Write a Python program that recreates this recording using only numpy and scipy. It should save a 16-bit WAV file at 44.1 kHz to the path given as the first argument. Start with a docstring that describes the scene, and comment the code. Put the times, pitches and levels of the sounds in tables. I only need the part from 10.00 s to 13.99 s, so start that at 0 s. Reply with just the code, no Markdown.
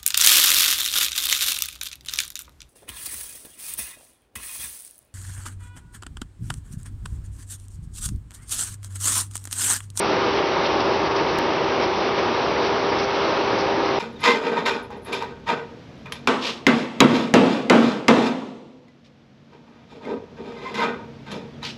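"""A broad machine roar with a steady hydraulic whine: a cane harvester beside a tractor in an open field.
One diesel speed sets the sines of the crank orders and two hydraulic pumps; the tractor adds a fixed low tone.
Fans, exhausts and gears are patchy noise, coloured by hollow bodywork; billets knock the ringing sheet metal.
Cut cane rattles as dense clicks and is chopped in short crunches. A small camera some metres off picks this up,
thin in the bass and without the top treble. One digital tick, a splice, comes after the camera's treble loss."""
import sys
import numpy as np
from scipy import signal
from scipy.fft import rfft, irfft, next_fast_len
from scipy.io import wavfile
from scipy.ndimage import uniform_filter1d, map_coordinates

SR = 44100
rng = np.random.default_rng(int(sys.argv[2]) if len(sys.argv) > 2 else 0)


def unload_audio(sound):
    """Save the sound as a 16-bit wav file, at the path given as the first command line argument."""
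    columns = np.transpose(np.atleast_2d(sound))
    # keep every value between -1 and 1, then stretch to whole-number steps
    steps = np.round(np.clip(columns, -1, 1) * 32767)
    wavfile.write(sys.argv[1], SR, steps.astype(np.int16))


def gain_from_db(level_db):
    """Convert decibel levels to linear amplitude factors (20 dB per decade)."""
    decades = np.asarray(level_db, float) / 20
    return 10 ** decades


N = 175959  # length in samples

# Engine speed as heard in the pumps: start_s, main_pump_hz, main_pump_db, second_pump_db
ENGINE_SPEED = [(0, 397, -28.5, -36), (.35, 397.7, -29, -33), (.7, 393.6, -28.5, -34.5),
                (1.05, 396, -30, -33.5), (1.25, 395, -31.5, -35.5), (1.6, 394.5, -29, -33.5),
                (2.0, 395.6, -30, -31.5), (2.2, 399, -29, -39), (2.55, 399.8, -31.5, -39),
                (2.7, 400.3, -30, -36), (2.95, 397.8, -29, -46), (3.2, 398.2, -29.5, -45),
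                (3.45, 397.6, -30.5, -38), (3.7, 397.2, -28.5, -44), (3.99, 397, -29, -38)]
# Main pump harmonics: harmonic_number, level_db over the main pump level
MAIN_PUMP_HARMONICS = [(1, -0.1), (2, -7)]
# Second pump overtones: harmonic_number, level_db
SECOND_PUMP_OVERTONES = [(2, -47), (3, -43), (6, -50), (7, -54)]
# Diesel crank orders: order in cycles per turn, level_db
CRANK_ORDERS = [(1, -67), (2, -54), (4, -50), (6, -49), (8, -50)]
# Engine load, the contour behind the roar's level: start_s, level_db
ENGINE_LOAD = [(0.0, -31), (0.01, -27), (0.88, -27), (1.04, -28.5), (1.07, -26), (1.09, -31), (1.12, -26.5),
               (1.14, -31), (1.19, -25), (1.21, -28), (1.82, -27.5), (1.83, -26), (1.89, -29.5),
               (2.02, -27.5), (2.03, -27), (2.16, -29.5), (2.19, -24.5), (2.21, -28), (2.99, -27),
               (3.06, -30), (3.18, -27), (3.99, -28.5)]
# Roar spectrum before the bodywork: frequency_hz, relative_density_db
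ROAR_SPECTRUM = [(12, -57.5), (28, -39), (45, -29), (60, -18.5), (123, -13), (285, -11.5), (340, -6),
                 (415, -6.5), (500, -3), (620, -5.5), (740, -9.5), (850, -6), (1200, -10.5), (1500, -14.5),
                 (1700, -15.5), (1920, -17), (2190, -16), (5000, -25), (5780, -27.5), (8000, -30)]
# Resonances of the hollow bodywork: centre_hz, width_hz, lift_db
BODY_HOLLOWS = [(315.7, 41, 5.5), (248.5, 40, 3.5), (580, 65, 0), (932, 80, 3), (1248, 200, 2)]
# Sheet-metal modes: pitch_hz, width_hz, relative_level_db
PANEL_MODES = [(318, 20, 1.3), (488, 21, -4), (572, 10, -3), (656, 23, -5.5), (934, 16, 2), (1205, 32, -5),
               (1700, 80, -11)]
# Colour of rattling and chopped cane: frequency_hz, relative_level_db
CANE_COLOUR = [(700, -35), (1500, -5.5), (2500, -0.5), (4000, -1.7), (5500, -1), (8000, -4.5)]
# Bursts of chopped cane: centre_s, level_db, length_s, centre_hz
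CHOP_BURSTS = [(0.383, -34, .03, 3000), (0.662, -27, 0.025, 2900), (.72, -32, .02, 3000),
               (0.809, -29.5, 0.025, 3400), (1.166, -28.5, 0.016, 3800), (1.29, -33, 0.025, 3100),
               (1.832, -35, .04, 5000), (2.07, -39, .03, 3480), (2.658, -35, .07, 3770),
               (2.998, -32, 0.026, 5200), (3.039, -33, 0.034, 5500), (3.26, -39, .07, 2300),
               (3.597, -34, 0.055, 5300)]
# Treble loss of the camera: frequency_hz, gain_db
CAMERA_TREBLE = [(5600, 0), (5800, -1.5), (6150, -8), (6520, -21), (6800, -36), (6900, -60), (7000, -120)]


def unit(x):
    """Scale to rms 1."""
    return x / np.sqrt(np.mean(x ** 2) + 1e-20)


def along(points, hz):
    """Read (Hz, value) points on a log frequency axis."""
    f, value = np.transpose(points)
    return np.interp(np.log(hz + 1), np.log(f + 1), value)


def curves(rows):
    """One value per sample for each column after the time."""
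    s, *columns = np.transpose(rows)
    return [np.interp(np.arange(N) / SR, s, column) for column in columns]


def wobble(rate):
    """A smooth random curve, rate knots a second."""
    knots = rng.standard_normal(int(N * rate / SR) + 4)
    return map_coordinates(knots, [np.arange(N) * rate / SR])


def filtered(x, response):
    """Shape the spectrum of x by a response of frequency."""
    size = next_fast_len(N + 8192)
    return irfft(rfft(x, size) * response(np.fft.rfftfreq(size, 1 / SR)), size)[:N]


def tone(turns, db, waver_db, drift):
    """A sine on a running count of turns, with slow unrest in level (dB) and phase (radians)."""
    level = np.sqrt(2) * gain_from_db(db + waver_db * wobble(6.02))  # db is an rms level
    return level * np.sin(2 * np.pi * (turns + rng.random()) + drift * wobble(9))


def drives():
    """Pumps and crank are geared to one engine speed; the tractor's firing tone keeps its own fixed pitch."""
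    second_over_main = .9195  # gear ratio of the two pump tones
    pump_per_turn = 12  # second pump tone over crank speed
    tractor_hz, tractor_db = 73.6, -56.5
    hz, main_db, second_db = curves(ENGINE_SPEED)
    main = np.cumsum(hz) / SR
    second = main * second_over_main
    crank = second / pump_per_turn
    out = sum(tone(k * main, main_db + db, waver_db=.8, drift=.15) for k, db in MAIN_PUMP_HARMONICS)
    out += tone(second, second_db, waver_db=1.5, drift=.25)
    out += sum(tone(k * second, db, waver_db=2.5, drift=.4) for k, db in SECOND_PUMP_OVERTONES)
    out += sum(tone(k * crank, db, waver_db=1, drift=0.36) for k, db in CRANK_ORDERS)
    return out + tone(tractor_hz * np.arange(N) / SR, tractor_db, waver_db=0.5, drift=0.55)


def body_lift_db(f):
    """Each hollow part of the bodywork lifts the noise around its resonance."""
    return sum(db / (1 + (2 * (f - centre) / width) ** 2) for centre, width, db in BODY_HOLLOWS)


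def roar():
    """Fan, exhaust and gear noise in patches, lifted by hollow bodywork; the bass follows the load less."""
    roar_db = 5.5  # whole roar over the mean load level
    load_db, = curves(ENGINE_LOAD)
    spectra = signal.stft(rng.standard_normal(N + 512), nperseg=512)[2]
    # smoothing over frequency, then time, makes patches of louder and softer noise
    patches = uniform_filter1d(rng.standard_normal(spectra.shape), size=6, axis=0)
    patches = uniform_filter1d(patches, size=10, axis=1)
    air = signal.istft(spectra * gain_from_db(.8 * unit(patches)), nperseg=512)[1][:N]
    air = unit(filtered(air, lambda f: gain_from_db(along(ROAR_SPECTRUM, f) + body_lift_db(f))))
    low = filtered(air, lambda f: 1 / (1 + (f / 450) ** 4))
    high = air - low
    swing_db = load_db - load_db.mean()
    low_gain = gain_from_db(0.24 * swing_db)
    high_gain = gain_from_db(1.2 * swing_db + 0.25 * wobble(12))
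    return gain_from_db(load_db.mean() + roar_db) * (low_gain * low + high_gain * high)


def clicks(per_s, t60):
    """Random blows of uneven size, each a short crackle of noise that falls 60 dB in t60 seconds."""
    spread_db, loudest_db = 3, 11
    draw = rng.random((int(per_s * N / SR), 3))  # time, size, sign
    size_db = np.minimum(-spread_db * np.log(1 - draw[:, 1]), loudest_db)
    size = gain_from_db(size_db) * np.sign(draw[:, 2] - .5)
    blows = np.bincount((draw[:, 0] * N).astype(int), size, N)
    t = np.arange(1024) / SR
    crackle = rng.standard_normal(1024) * gain_from_db(-60 * t / t60)
    return signal.fftconvolve(blows, crackle)[:N]


def panel_ring(f):
    """The sheets answer as a sum of damped modes of alternating sign."""
    out = 0
    for k, (centre, width, db) in enumerate(PANEL_MODES):
        mode = 1j * f * width / (centre * centre - f * f + 1j * f * width)
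        out = out + (-1) ** k * gain_from_db(db) * mode
    return out


def panels():
    """Billets and chain links strike the elevator and trailer sheets and set them ringing."""
    knocks_per_s, knock_db = 70, -35
    level = gain_from_db(knock_db + 2 * wobble(3))
    return level * unit(filtered(clicks(knocks_per_s, t60=.001), panel_ring))


def cane():
    """Stalks rattle as dense clicks; each chop is a crunch of grains and noise with its own colour."""
    rattle_per_s, rattle_db = 500, -41
    chop_octaves = .55  # spread of a burst about its centre
    colour = lambda f: gain_from_db(along(CANE_COLOUR, f))
    level = gain_from_db(rattle_db + 2 * wobble(8))
    out = level * unit(filtered(clicks(rattle_per_s, t60=0.0087), colour))
    grains = unit(clicks(1500, t60=0.0047))
    crunch = filtered(grains + 1.5 * rng.standard_normal(N), colour)
    t = np.arange(N) / SR
    for s, db, length, hz in CHOP_BURSTS:
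        bell = lambda f: np.exp(-.5 * (np.log2(f / hz + 1e-9) / chop_octaves) ** 2)
        swell = np.exp(-np.abs(2 * (t - s) / length) ** 1.9)
        out = out + gain_from_db(db) * swell * unit(filtered(crunch, bell))
    return out


def splice_tick():
    """A digital splice: one downward step that relaxes with a time constant of 0.34 ms."""
    start_s, peak_db = 1.38703, -10
    t = np.arange(N) / SR - start_s
    return -gain_from_db(peak_db) * (t >= 0) * np.exp(-np.abs(t) / 0.00034)


def scene():
    """All the machine and cane sounds reach one microphone."""
    return (drives() + roar() + panels() + cane())[None]


def top_cut(x):
    """Nothing passes above the cut-off."""
    return signal.sosfilt(signal.butter(12, 15800, fs=SR, output="sos"), x)


def record(dry):
    """The input stage rounds off the peaks and the camera drops the top; the splice tick comes after both."""
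    ceiling_db, knee = -6.5, 4.4  # where the peaks saturate, and how sharply
    x = dry[0] / (1 + np.abs(dry[0] / gain_from_db(ceiling_db)) ** knee) ** (1 / knee)
    x = filtered(x, lambda f: gain_from_db(along(CAMERA_TREBLE, f))) + splice_tick()
    return top_cut(x[None])


dry = scene()
out = record(dry)
unload_audio(out)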